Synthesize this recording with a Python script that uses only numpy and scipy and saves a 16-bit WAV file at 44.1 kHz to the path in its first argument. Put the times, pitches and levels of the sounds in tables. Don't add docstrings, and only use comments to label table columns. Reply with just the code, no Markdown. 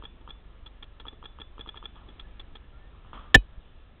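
import sys
import numpy as np
from scipy import signal
from scipy.fft import rfft, irfft
from scipy.io import wavfile
from scipy.ndimage import uniform_filter1d

SR = 44100
rng = np.random.default_rng(int(sys.argv[2]) if len(sys.argv) > 2 else 0)


def file_out(sig):
    cols = np.atleast_2d(sig).T
    lim = np.clip(cols, -1, 1)
    pcm = np.round(lim * 32767).astype(np.int16)
    wavfile.write(sys.argv[1], SR, pcm)


N = 176400
T = np.arange(round(.6 * SR)) / SR


# (t/s, pop level/dB, bolt level/dB, clack level/dB)
SHOTS = [(0.0227, -38.5, -43, -36.5), (0.2752, -38, -42.5, -38), (1.0525, -36.5, -42, -36),
         (1.2260, -39, -44, -35), (1.386, -39.5, -41.5, -36), (1.5796, -38.5, -41, -37),
         (1.6600, -40, -42.5, -33.5), (1.7427, -40, -44, -35), (1.8257, -39, -43.5, -33.5)]
# (t/s after the pop, level/dB added to the bolt's, brightness/dB per octave)
BOLT_KNOCKS = [(0.0123, -3.5, -4), (0.0188, -4, -3)]
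def marker_shots():
    out = np.zeros(N)
    shut_s = .0275
    for start, pop_db, bolt_db, clack_db in SHOTS:
        add(out, start, pop(pop_db, tilt=0, echo_db=-22, echo_t60=.3, echo_rise=.006))
        for delay, db, tilt in BOLT_KNOCKS:
            add(out, start + delay, knock(bolt_db + db, tilt, rise=.0013, grit_db=-4))
        add(out, start + shut_s, knock(clack_db, tilt=.87, rise=.004, grit_db=-18.5))
        add(out, start + shut_s, tone(hz=3464, db=-55, t60=.3, rise=.004))
    return out


# (f/Hz, level/dB, fade time/s)
POP_TONES = [(480, -12, .012), (944, -7.5, 0.023), (1223, -3, .017), (1720, -34.5, .012),
             (2900, -14.5, 0.0053), (3240, -18.5, 0.046)]
# (f/Hz, level/dB)
ECHO_SPECTRUM = [(100, -6), (300, -6), (650, -11), (900, -5.5), (1200, 1), (1600, -12), (2200, -20),
                 (2900, -17), (3300, -10.5), (3750, -24), (5000, -42)]
def pop(db, tilt, echo_db, echo_t60, echo_rise):
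    puff = ring(POP_TONES, rise=.0013, tilt=tilt)
    echo = amp(echo_db) * noise(ECHO_SPECTRUM, len(T)) * fade(echo_t60, echo_rise)
    return amp(db) * (puff + echo)


# (f/Hz, level/dB, fade time/s)
KNOCK_TONES = [(231.7, -19.5, 0.036), (409, -13, .025), (854, -13.5, .02), (1116, -19.5, .022),
               (1322, -12, 0.027), (1736, -13.5, 0.027), (2404, -16.5, 0.016), (2770, -18, 0.012),
               (3290, -5.5, 0.012), (3383, -0.5, 0.022), (3563, -15.5, 0.016)]
# (f/Hz, level/dB)
GRIT_SPECTRUM = [(100, -5), (400, -2.5), (650, -5.5), (1200, -4.5), (2050, -6.5), (2800, -1), (3400, -6.5),
                 (4000, -2), (5000, -7)]
def knock(db, tilt, rise, grit_db, variety=1):
    spectrum = [(hz, level + tilt * np.log2(hz / 3000)) for hz, level in GRIT_SPECTRUM]
    grit = amp(grit_db) * noise(spectrum, len(T)) * fade(t60=.024, rise=rise)
    return amp(db) * (ring(KNOCK_TONES, rise, tilt, variety) + grit)


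# (t/s, level/dB, brightness/dB per octave)
CLICKS = [(0.207, -59.5, -5.5), (0.6593, -40, .3), (0.8238, -38, .5), (0.9964, -39.5, -0.5),
          (1.126, -52.5, -5.5), (1.9524, -52, -4), (2.0840, -49, -3.5), (2.099, -57, -4), (2.193, -40, 1),
          (2.3952, -38, 1), (2.551, -41, -1.5)]
# (t/s after its start, level/dB added to the click's)
CLICK_TAPS = [(0, -4.5), (.003, -0.5), (.0062, -4.5), (0.015, -9)]
def dry_clicks():
    out = np.zeros(N)
    for start, db, tilt in CLICKS:
        for delay, tap_db in CLICK_TAPS:
            jitter_s = .00034 * rng.standard_normal()
            tap = knock(db + tap_db, tilt, rise=.0014, grit_db=-9, variety=1.63)
            add(out, start + delay + jitter_s, tap)
    return out


# (t/s, level/dB)
FAR_SHOTS = [(.503, -56), (1.9620, -47), (2.948, -55), (3.0470, -50), (3.1305, -35)]
def far_markers():
    out = np.zeros(N)
    for start, db in FAR_SHOTS:
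        add(out, start, pop(db, tilt=-1.25, echo_db=-9.5, echo_t60=.62, echo_rise=.004))
    return out


# (f/Hz, level/dB, fade time/s)
HOUSING_TONES = [(1768, 15, .026), (3380, 0, .014), (3690, -2, .014), (2498, -24, .085), (2966, -34, .12),
                 (3058, -23, .062), (3840, -44, .17), (4172, -48, .15)]
# (f/Hz, level/dB)
SPLAT_SPECTRUM = [(60, -4), (250, -4), (500, -3), (850, 2), (1200, -9), (2400, -10), (3400, 0),
                  (4000, -6.5), (5000, -20)]
# (t/s, f/Hz, level/dB, fade time/s)
THUMPS = [(3.3500, 100, -5, 0.062), (3.3534, 254, -4.5, .03), (3.3604, 448, -10, 0.0068),
          (3.3640, 46, -9, .125), (3.3792, 260, -27.5, .018), (3.579, 30, -30, 0.096)]
def ball_hit():
    out = np.zeros(N)
    touch_s, burst_s, spray_length_s = 3.3434, 3.3451, .0128
    add(out, touch_s, tone(hz=3200, db=-4, t60=.0048, rise=.0003))
    add(out, touch_s, amp(-13.5) * noise(SPLAT_SPECTRUM, len(T)) * fade(t60=.0048, rise=.00049))
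    add(out, burst_s, ring(HOUSING_TONES, rise=.0015, variety=0))
    spray = amp(2) * noise(SPLAT_SPECTRUM, len(T)) * fade(t60=.05, rise=.00036)
    quick_stop = 1 / (1 + (T / spray_length_s) ** 8)
    add(out, burst_s, spray * quick_stop)
    for start, hz, db, t60 in THUMPS:
        add(out, start, tone(hz, db, t60, rise=.00041))
    return out


# (t/s, length/s, first f/Hz, last f/Hz, level/dB)
SQUEAKS = [(2.232, 0.042, 1660, 1764, -59), (2.713, 0.084, 1334, 1420, -60.5),
           (2.782, 0.106, 1724, 1835, -62.5)]
def squeaks():
    out = np.zeros(N)
    for start, length, from_hz, to_hz, db in SQUEAKS:
        progress = np.linspace(0, 1, round(length * SR))
        waver = .006 * unit(uniform_filter1d(rng.standard_normal(len(T)), size=200))[:len(progress)]
        hz = (from_hz + (to_hz - from_hz) * progress) * (1 + waver)
        swell = np.sin(np.pi * progress)
        add(out, start, amp(db) * swell * np.sin(2 * np.pi * np.cumsum(hz) / SR))
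    return out


# (f/Hz, level/dB)
AIR_SPECTRUM = [(65, -39), (110, -7.5), (151, -1), (616, -10), (861, -12.5), (1360, -12), (1490, -18),
                (1740, -12.5), (1900, -18.5), (3500, -17), (4200, -29), (5460, -58), (9240, -120)]
# (t/s, level/dB)
AIR_SWELL = [(0, 1), (.9, -0.5), (1.9, 1), (2.2, 3), (2.7, 0.5), (3.3, 1), (3.9, -1)]
def outdoor_air():
    usual_db, flicker_db = -60.5, 1
    grid = signal.stft(noise(AIR_SPECTRUM, N), nperseg=1024)[2]
    patches = uniform_filter1d(rng.standard_normal(grid.shape), size=10, axis=0)
    patches = unit(uniform_filter1d(patches, size=8, axis=1))
    hiss = signal.istft(grid * amp(flicker_db * patches), nperseg=1024)[1][:N]
    return amp(usual_db) * hiss * level_curve(AIR_SWELL)


# (multiple of the throb rate, level/dB)
THROB_TONES = [(1, -51.5), (2, -52.5), (3, -61.5), (4, -62.5)]
# (t/s, level/dB added to its tones)
THROB_SWELL = [(0, 2), (1.8, 1.5), (2.4, 2), (3.3, -2), (4, -7)]
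def camera_throb():
    rate_hz = 23.76
    drift = .032 * noise([(1, -3), (3, -19)], N)
    cycles = rate_hz * np.arange(N) / SR + drift
    throb = -sum(amp(db) * np.cos(2 * np.pi * multiple * cycles) for multiple, db in THROB_TONES)
    return throb * level_curve(THROB_SWELL)


# (f/Hz, level/dB)
RUMBLE_SPECTRUM = [(8, -7), (18, -0.5), (60, -3), (120, -17), (200, -31.5)]
# (t/s, level/dB)
RUMBLE_LEVEL = [(0, -53.5), (1.699, -53.5), (2.3, -49.5), (3.199, -50), (3.9, -53)]
def camera_rumble():
    return noise(RUMBLE_SPECTRUM, N) * level_curve(RUMBLE_LEVEL)


def ring(tones, rise, tilt=0, variety=1):
    out, sign = np.zeros(len(T)), 1
    chances = variety * rng.standard_normal((len(tones), 2))
    for (hz, db, t60), (level_chance, pitch_chance) in zip(tones, chances):
        gain = amp(db + tilt * np.log2(hz / 3000) + .7 * level_chance)
        pitch = hz * (1 + .0075 * pitch_chance)
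        out += sign * gain * fade(t60, rise) * np.sin(2 * np.pi * pitch * T)
        sign = -sign
    return out


def tone(hz, db, t60, rise):
    return ring([(hz, db, t60)], rise, variety=0)


def fade(t60, rise):
    shape = (1 - np.exp(-(T / rise) ** 2)) * amp(-60 * T / t60)
    return shape / shape.max()


def noise(spectrum, size):
    hz = np.fft.rfftfreq(size, 1 / SR)
    points_hz, points_db = np.transpose(spectrum)
    gain = amp(np.interp(np.log(hz + 1), np.log(points_hz + 1), points_db))
    gain /= 1 + (hz / (2 * points_hz[-1])) ** 8
    return unit(irfft(rfft(rng.standard_normal(size)) * gain, size))


def level_curve(points):
    return amp(np.interp(np.arange(N) / SR, *np.transpose(points)))


def amp(db):
    return 10 ** (np.asarray(db) / 20)


def unit(x):
    return x / np.sqrt(np.mean(x ** 2) + 1e-20)


def add(mix, start, sound):
    part = mix[max(round(start * SR), 0):][:len(sound)]
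    part += sound[:len(part)]


def scene():
    game = marker_shots() + dry_clicks() + far_markers() + ball_hit()
    background = squeaks() + outdoor_air() + camera_throb() + camera_rumble()
    return (game + background)[None]


def record(dry):
    soft_limit, hard_limit = amp(-2.5), amp(-3)
    treble_hz, highest_hz = 3994, 16200
    squashed = soft_limit * np.tanh(dry / soft_limit)
    dull = signal.sosfilt(signal.butter(18, treble_hz, fs=SR, output="sos"), squashed)
    flattened = np.clip(dull, -hard_limit, hard_limit)
    top_cut = signal.firwin(255, highest_hz, window=("kaiser", 9), fs=SR)
    return signal.oaconvolve(flattened, top_cut[None], "same")


dry = scene()
out = record(dry)
file_out(out)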